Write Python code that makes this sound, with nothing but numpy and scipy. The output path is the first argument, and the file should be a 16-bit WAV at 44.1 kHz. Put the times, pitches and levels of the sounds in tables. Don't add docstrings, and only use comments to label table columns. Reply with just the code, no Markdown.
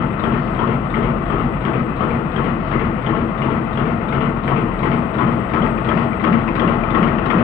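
import sys
import numpy as np
from scipy import signal
from scipy.fft import rfft, irfft, next_fast_len
from scipy.io import wavfile
from scipy.ndimage import uniform_filter1d, minimum_filter1d

SR = 44100
rng = np.random.default_rng(int(sys.argv[2]) if len(sys.argv) > 2 else 0)


def int16_out(signal):
    q = np.round(np.clip(np.atleast_2d(signal).T, -1, 1) * 32767)
    wavfile.write(sys.argv[1], SR, q.astype(np.int16))


N = 327663
TIME = np.arange(N) / SR
HZ = np.fft.rfftfreq(N, 1 / SR)
SWITCH_HZ, SIDEBAND_HZ = 8005, 70
FIRST_S, PERIOD_S, QUICKEN_S = .2382, .35393, .000076

STROKES = FIRST_S + PERIOD_S * np.arange(-1, 21) - QUICKEN_S * np.cumsum(np.arange(-1, 21))
# delay/s, clatter level/dB, clack level/dB, clack f/Hz, clack width/Hz
BLOWS = [(-0.044, -12, -6.5, 3780, 544), (-0.018, -10, -24.5, 2100, 1110), (-0.001, -3.5, -2.5, 3114, 290),
         (0.022, -4, 3.5, 1133, 267), (0.081, -6.5, -3, 2970, 815), (0.098, -11, -7, 2825, 800),
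         (0.124, -8.5, -11, 2050, 1100), (0.139, -22.5, -12.5, 4610, 1510), (0.238, -15, -11.5, 2530, 626)]
# t/s, nearness (0 far off, 1 at the needle head)
WALK = [(0, 0.3), (1.5, 0.03), (3, 0.14), (4.2, 0.15), (5.2, 0.4), (6.2, 0.49), (7.43, 0.97)]


def thuds(level_db=-16, near_db=2.5, rise_s=.05, decay_s=.16, lead_s=.015):
    # f/Hz, relative level/dB
    spectrum = [(30, -17.5), (80, -10.5), (125, 1), (170, -5.5), (225, -2.5), (290, -7.5), (440, -5.5),
                (600, -17.5), (1200, -43), (3000, -92.5)]
    power = np.zeros(N)
    for s in STROKES:
        envelope = burst(np.maximum(TIME - s + lead_s, 0), rise_s, decay_s)
        power += (gain_of(level_db + approach(s, near_db)) * envelope) ** 2
    return radiate(np.sqrt(power) * crank_noise(), spectrum)


def knocks(level_db=-15, near_db=2.5, width_s=.013, jitter_s=.00017, spread_db=.26):
    # delay/s, f/Hz, distant level/dB, close level/dB
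    crank_knocks = [(-.016, 128, -6, -8), (-.003, 227, -20.5, -2), (.033, 226, -2, -8.5),
                    (0.053, 236, -10, -4), (0.055, 139, -3.5, -12.5), (0.072, 176.8, -14.5, -0.5),
                    (.094, 215, -9.5, -4.5), (0.105, 447.4, -5.5, -10), (.113, 232, -7.5, 1),
                    (.126, 163.5, -6.5, -8.5), (.157, 235.4, 0, -11.5), (.183, 227, -12, -5.5),
                    (.205, 330, -6.5, -17.5), (.175, 188, -7.5, -13), (.233, 222, -9, -6.5),
                    (.006, 314, -12.5, -5), (.052, 332, -13.5, -9), (.04, 383.5, -8, -9.5),
                    (.088, 342, -15, -9.5), (.122, 330.4, -19, -7.5), (.162, 137.4, -4.5, -9.5),
                    (.096, 570, -24.5, -8.5), (0.267, 148, -7, -22.5)]
    t, out = np.arange(-SR // 25, SR // 25) / SR, np.zeros((2, N))
    swell = np.exp(-.5 * (t / width_s) ** 2)
    phases = rng.random((len(crank_knocks), 2, 1))
    for s in STROKES:
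        near = min(2 * at(WALK, s), 1)
        for (delay, hz, far_db, close_db), phase in zip(crank_knocks, phases):
            late, force, detune = rng.standard_normal(3)
            tone = np.sin(2 * np.pi * (hz * (1 + .02 * detune) * t + phase))
            place_db = approach(s, near_db) + (1 - near) * far_db + near * close_db
            knock = gain_of(level_db + place_db + spread_db * force) * swell * tone
            add(out, s + delay + t[0] + jitter_s * late, knock)
    return out


def clatter(level_db=-15.5, near_db=4, spread_db=.9, contacts_per_s=6000):
    # f/Hz, relative level/dB
    spectrum = [(100, -29), (350, 1), (600, 1), (1000, 0), (1350, -4.5), (1700, -3.5), (2200, -17.5),
                (3100, -13.5), (4000, -35.5), (5000, -45.5), (7000, -73.5)]
    t, out = np.arange(SR // 5) / SR, np.zeros((2, N))
    envelope = burst(t, rise_s=.00033, decay_s=.032)
    for s in STROKES:
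        for delay, db, *_ in BLOWS:
            contacts = rng.standard_normal((2, len(t))) * (rng.random(len(t)) < contacts_per_s / SR)
            size_db = level_db + db + approach(s, near_db) - spread_db * rng.standard_normal()
            add(out, s + delay, gain_of(size_db) * envelope * unit_rms(contacts))
    return radiate(hall(out, wet_db=-2), spectrum)


def clacks(level_db=-8, near_db=.5, spread_db=1.44, tick_db=-17, tick_decay_s=.0074, jitter=.008):
    # f/Hz, relative gain/dB
    spectrum = [(200, -24.5), (900, -27.5), (2000, 16.5), (3300, -3), (4100, -14.5), (5200, -27.5),
                (7000, -37), (9000, -65.5), (15000, -31.5)]
    t, out = np.arange(SR // 12) / SR, np.zeros((2, N))
    envelope = burst(t, rise_s=.0004, decay_s=.0058)
    for s in STROKES:
        for delay, _, db, hz, width in BLOWS:
            noise = rng.standard_normal((2, len(t)))
            late, force = rng.standard_normal(2)
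            ring = signal.lfilter(*signal.iirpeak(hz, hz / width, SR), noise) * envelope
            ring /= np.linalg.norm(ring, axis=1, keepdims=True)
            tick = gain_of(tick_db) * (hz / 3300) ** 2 * noise * np.exp(-t / tick_decay_s)
            size_db = level_db + db + approach(s, near_db) + spread_db * force
            add(out, s + delay * (1 + jitter * late), gain_of(size_db) * (ring + tick))
    return colour(hall(out, wet_db=1.5), read(spectrum, HZ))


def snaps(ring_db=4, crack_db=2.5, split=.055, side_db=-7, bounce_s=.0097, bounce_db=-3.5):
    # t/s, f/Hz, ring level/dB, crack level/dB
    slams = [(.197, 3670, -35, -37), (0.233, 3430, -35, -27), (0.590, 3210, -35, -30),
             (.900, 3630, -42, -46), (.941, 2090, -18, -39), (1.651, 3233, -33.5, -21),
             (2.014, 2920, -35, -40), (2.316, 3780, -45.5, -42), (2.360, 3210, -27.5, -26.5),
             (2.712, 3500, -39, -33.5), (3.062, 3200, -26.5, -25.5), (3.417, 2130, -25, -28.5),
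             (3.428, 2843, -28, -35), (3.772, 3260, -33.5, -25), (4.085, 3580, -39, -37),
             (4.123, 2170, -22, -32.5), (4.477, 2264, -27, -21.5), (4.788, 3830, -44, -40),
             (4.828, 2130, -23, -23), (4.916, 2980, -29, -30.5), (5.144, 3760, -45, -29),
             (5.184, 3550, -38, -24), (5.536, 2340, -24, -19.5), (5.622, 3080, -28, -30),
             (5.663, 1930, -23.5, -24), (5.776, 2420, -30, -28), (5.844, 3290, -37, -28),
             (5.888, 3180, -26, -19.5), (5.974, 2690, -26, -23.5), (6.131, 2280, -27, -26.5),
             (6.24, 3260, -33, -15.5), (6.328, 2700, -29, -18.5), (6.478, 2620, -27.5, -20.5),
             (6.554, 3830, -42, -19.5), (6.595, 3250, -24, -16), (6.676, 2760, -28, -24),
             (6.835, 2340, -22.5, -26.5), (6.904, 3510, -34, -25), (6.948, 3260, -27, -19.5),
             (7.029, 2880, -26, -16.5), (7.076, 1850, -18, -20.5), (7.184, 2720, -25, -22),
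             (7.259, 3870, -40, -18.5), (7.303, 3210, -33.5, -13.5), (7.387, 2580, -31, -25)]
    # f/Hz, relative level/dB
    spectrum = [(300, -16.5), (900, -3.5), (1950, 9.5), (3100, -6), (4000, -22.5), (5200, -30.5),
                (7000, -50.5), (9000, -63), (11500, -48), (15500, -50.5)]
    t, rings, cracks = np.arange(SR // 12) / SR, np.zeros((2, N)), np.zeros((2, N))
    modes = np.linspace(-2, 2, 5)[:, None, None]
    envelope = burst(t, rise_s=.001, decay_s=.0079, onset_power=2)
    impact = burst(t, rise_s=.00018, decay_s=.0038)
    bounce = burst(np.maximum(t - bounce_s, 0), rise_s=.0002, decay_s=.0038)
    contacts = impact + gain_of(bounce_db) * bounce
    for s, hz, tone_db, tick_db in slams:
        detune, phase = rng.uniform(-.74, .41, modes.shape), rng.random((len(modes), 2, 1))
        pitch = hz * (1 + split * modes * (1 + .5 * detune))
        ring = (gain_of(side_db * abs(modes)) * np.sin(2 * np.pi * (pitch * t + phase))).sum(0)
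        add(rings, s, gain_of(ring_db + tone_db) * ring * envelope)
        add(cracks, s, gain_of(crack_db + tick_db) * rng.standard_normal((2, len(t))) * contacts)
    return hall(rings + colour(cracks, read(spectrum, HZ)), wet_db=-11.5)


def clanks(level_db=-1.5, reach_hz=80):
    # t/s, favoured f/Hz, relative level/dB
    cover_blows = [(.610, 995, -10), (0.636, 1125, -11), (1.366, 1228, -11.5), (1.670, 1093, -9.5),
                   (2.405, 1115, -10.5), (3.129, 1087, -7.5), (3.483, 896, -11), (4.162, 1295, -12),
                   (4.517, 1100, -5.5), (5.187, 1065, -11), (5.212, 1090, -7), (5.273, 1084, -12.5),
                   (5.542, 1063, -10), (5.893, 1067, -14), (5.973, 1276, -14.5), (6.242, 1140, -8),
                   (6.266, 1260, -9), (6.482, 1000, -10), (6.948, 1266, -9), (7.304, 1170, -9.5),
                   (7.322, 1370, -7), (7.33, 994, -9.5)]
    cover_hz = [670, 903, 1000, 1100.5, 1244, 1324]
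    t, out = np.arange(SR // 8) / SR, np.zeros((2, N))
    modes = np.array(cover_hz)[:, None, None]
    envelope = burst(t, rise_s=.0008, decay_s=.014, onset_power=2)
    for s, hz, db in cover_blows:
        weight = 1 / (1 + ((modes - hz) / reach_hz) ** 2)
        partials = np.sin(2 * np.pi * (modes * t + rng.random((len(modes), 2, 1))))
        ring = (weight / np.linalg.norm(weight) * partials).sum(0)
        add(out, s, gain_of(level_db + db) * ring * envelope)
    return hall(out, wet_db=-10)


def frame_rings(level_db=3):
    # t/s, f/Hz, relative level/dB
    rings = [(0.971, 230, -23.5), (3.199, 231.6, -19), (3.79, 236, -17.5), (4.135, 227.5, -18),
             (5.62, 223.6, -20.5), (6.327, 228.6, -8.5), (6.48, 338, -16), (6.675, 221, -18),
             (7.05, 333, -26), (7.195, 345, -19.5)]
    t, out = np.arange(SR // 2) / SR, np.zeros((2, N))
    envelope = burst(t, rise_s=.016, decay_s=.042)
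    for s, hz, db in rings:
        tone = np.sin(2 * np.pi * (hz * t + rng.random((2, 1))))
        add(out, s, gain_of(level_db + db) * envelope * tone)
    return out


def drone(level_db=-20.5, near_db=5, waver_db=1, bass_hz=200):
    # f/Hz, relative level/dB
    spectrum = [(15, -36), (26, -10), (36, -5), (80, -2), (130, 0.5), (220, 2.5), (300, -6), (550, -5.5),
                (1250, -14.5), (2000, -17), (3100, -27.5), (4000, -44.5), (5000, -57.5), (7000, -84.5)]
    churn = radiate(crank_noise() * gain_of(waver_db * wander(flutter_hz=28)[0].real), spectrum)
    bass = signal.sosfiltfilt(signal.butter(2, bass_hz, fs=SR, output="sos"), churn)
    return gain_of(level_db) * (bass + (churn - bass) * gain_of(approach(TIME, near_db, curve=1.6)))


def hum():
    # f/Hz, level/dB, flutter/Hz
    lines = [(37.5, -35, 1.6), (126.4, -37.5, 1.7), (334.4, -39, 8.4)]
    return tones(lines, steady=.98)


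def boom(level_db=-31, hz=47.1, peak_s=.71, attack_s=.25, hold_s=.87, release_s=.2):
    t = TIME - peak_s
    envelope = np.clip(1 + t / attack_s, 0, 1) ** 2 * np.exp(-np.maximum(t - hold_s, 0) / release_s)
    return envelope * tones([(hz, level_db, 3)], steady=2.5)


def whine():
    # f/Hz, level/dB, flutter/Hz
    lines = [(SWITCH_HZ - SIDEBAND_HZ, -72, 9), (SWITCH_HZ, -67, 13), (SWITCH_HZ + SIDEBAND_HZ, -73, 10),
             (SWITCH_HZ, -71, 90)]
    # t/s, gain/dB
    swell = [(0, -4), (1.9, -4), (2.8, -6), (4.3, -4), (5.6, 0), (7.43, -7)]
    return tones(lines, steady=.18) * gain_of(at(swell, TIME))


def scrapes():
    # t/s, length/s, level/dB
    rubs = [(.32, 0.26, -57), (2.551, 0.29, -57), (4.74, 0.3, -57), (5.902, 0.19, -55)]
    # f/Hz, relative level/dB
    spectrum = [(2000, -31.5), (3600, 6), (4400, 3), (5400, -11), (7000, -39)]
    envelope = sum(gain_of(db) * np.sin(np.pi * np.clip((TIME - s) / length, 0, 1))
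                   for s, length, db in rubs)
    return envelope * colour(rng.standard_normal((2, N)), read(spectrum, HZ))


def hiss(level_db=-71.5, pulse_db=4.5, near_db=4.5):
    # f/Hz, relative level/dB
    spectrum = [(100, -4), (6000, -3.5), (8500, -28), (10000, -10), (12000, 1.5), (15500, 2.5)]
    lift = sum(burst(np.maximum(TIME - s, 0), rise_s=.004, decay_s=.08) for s in STROKES)
    envelope = gain_of(level_db + (pulse_db + approach(TIME, near_db)) * lift)
    return envelope * colour(rng.standard_normal((2, N)), read(spectrum, HZ))


def crank_noise(repeat_share=.8, top_hz=520, memory_turns=2.2, odd_weight=.55, seam_s=.03):
    t, turns = np.arange(SR // 2) / SR, np.arange(len(STROKES) + 1)
    apart = turns[:, None] - turns
    blend = np.exp(-.5 * (apart / memory_turns) ** 2) * np.where(apart % 2, odd_weight, 1)
    blend /= np.linalg.norm(blend, axis=1, keepdims=True)
    cycles = np.tensordot(blend, rng.standard_normal((len(turns), 2, len(t))), 1)
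    starts = np.append(STROKES, STROKES[-1] + PERIOD_S) - seam_s * 2
    repeating = np.zeros((2, N))
    for s, length, cycle in zip(starts, np.diff(starts), cycles):
        crossfade = np.sqrt(np.clip(np.minimum(t, length + seam_s - t) / seam_s, 0, 1))
        add(repeating, s, cycle * crossfade)
    share = repeat_share / (1 + (HZ / top_hz) ** 4)
    fresh = rng.standard_normal((2, N))
    return irfft(np.sqrt(share) * rfft(repeating) + np.sqrt(1 - share) * rfft(fresh), N)


def radiate(x, spectrum):
    # f/Hz, width/Hz, gain/dB
    body = [(325.5, 15, 6.5), (390, 40, 0), (584, 77, -4), (654, 47, 4.5), (809, 25, -4), (863, 20, 5),
            (1087, 80, 5), (1276, 315, 10), (1670, 150, -4.5), (1848, 66, 4), (2020, 56, 5),
            (2220, 140, -5.5), (2560, 160, 3.5), (3020, 87, 1), (3880, 71, 3)]
    body_db = sum(db / (1 + (2 * (HZ - hz) / width) ** 2) for hz, width, db in body)
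    return colour(x, read(spectrum, HZ) + body_db)


def hall(x, wet_db, build_s=.0045):
    # f/Hz, t60/s
    reverb_times = [(100, 0.4), (250, 0.54), (1000, 0.43), (3000, 0.28), (8000, 0.22)]
    hz, t, noise = signal.stft(rng.standard_normal((3, 2, SR * 3 // 4)), SR, nperseg=256)
    decay = gain_of(-60 * t / read(reverb_times, hz)[:, None])
    tails = signal.istft(noise * decay * (1 - np.exp(-t / build_s)), SR, nperseg=256)[1]
    tails /= np.linalg.norm(tails, axis=-1, keepdims=True)
    weights = np.cos(np.pi * (.449 * TIME + np.arange(len(tails))[:, None] / len(tails)))
    wet = sum(signal.fftconvolve(x * w, tail, axes=1)[:, :N] for w, tail in zip(weights, tails))
    return (x + gain_of(wet_db) * wet) / np.sqrt(1 + gain_of(2 * wet_db))


def microphone(x, lag_s=.00019):
    # f/Hz, loss/dB, likeness (0-1)
    right_port = [(35, 2, 0.92), (130, 3.5, 0.93), (254, 4, 0.85), (510, 10, .78), (815, 12.5, 0.71),
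                  (1210, 21.5, 0), (2000, 17.5, 0.01), (3220, 16, 0.1), (4100, 7, 0.03), (5440, -2, 0.1),
                  (8000, 3, 0.06)]
    loss_db, likeness = (read(np.array(right_port)[:, [0, k]], HZ) for k in (1, 2))
    left, other = rfft(x)
    right = likeness * left + np.sqrt(1 - likeness ** 2) * other
    right *= gain_of(-loss_db) * np.exp(-2j * np.pi * HZ * lag_s)
    return irfft(np.array([left, right]), N)


def approach(s, near_db, curve=.9):
    return near_db * at(WALK, s) ** curve


def tones(lines, steady):
    return sum(gain_of(db) * unit_rms(((steady + wander(flutter)) * np.exp(2j * np.pi * hz * TIME)).real)
               for hz, db, flutter in lines)


def wander(flutter_hz):
    t = np.arange(0, N / SR + .01, .001)
    f = np.fft.fftfreq(len(t), t[1])
    drift = np.fft.ifft(np.exp(-.5 * (f / flutter_hz) ** 2 + 2j * np.pi * rng.random((2, len(t)))))
    return unit_rms(np.array([np.interp(TIME, t, row) for row in drift]))


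def burst(t, rise_s, decay_s, onset_power=1):
    return (1 - np.exp(-t / rise_s)) ** onset_power * np.exp(-t / decay_s)


def colour(x, db):
    size = next_fast_len(N + 4096)
    gain = np.interp(np.fft.rfftfreq(size, 1 / SR), HZ, unit_rms(gain_of(db)))
    return irfft(rfft(x, size) * gain, size)[:, :N]


def add(mix, s, sound):
    start = round(s * SR)
    sound = sound[:, max(-start, 0):]
    part = mix[:, max(start, 0):][:, :sound.shape[1]]
    part += sound[:, :part.shape[1]]


def read(points, hz):
    f, value = np.transpose(points)
    return np.interp(np.log(hz + 1), np.log(f + 1), value)


def at(curve, s):
    return np.interp(s, *np.transpose(curve))


def gain_of(db):
    return 10 ** (np.asarray(db) / 20)


def unit_rms(x):
    return x / np.sqrt(np.mean(abs(x) ** 2) + 1e-30)


def scene():
    strokes = thuds() + knocks() + clatter() + clacks() + snaps() + clanks() + frame_rings()
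    drive = drone() + hum() + boom()
    return microphone(strokes + drive + whine() + scrapes() + hiss())


def record(dry, low_cut_hz=30, ceiling=.88, fade_s=.002, top_hz=15760):
    x = signal.sosfilt(signal.butter(6, low_cut_hz, "highpass", fs=SR, output="sos"), dry)
    limiter_gain = np.minimum(1, ceiling / (abs(x).max(0) + 1e-9))
    x *= uniform_filter1d(minimum_filter1d(limiter_gain, size=400), size=400)
    x *= np.clip(np.minimum(TIME, TIME[-1] - TIME) / fade_s, 0, 1)
    lowpass = signal.firwin(511, top_hz, window=("kaiser", 9), fs=SR)
    return signal.oaconvolve(x, lowpass[None], "same")


dry = scene()
out = record(dry)
int16_out(out)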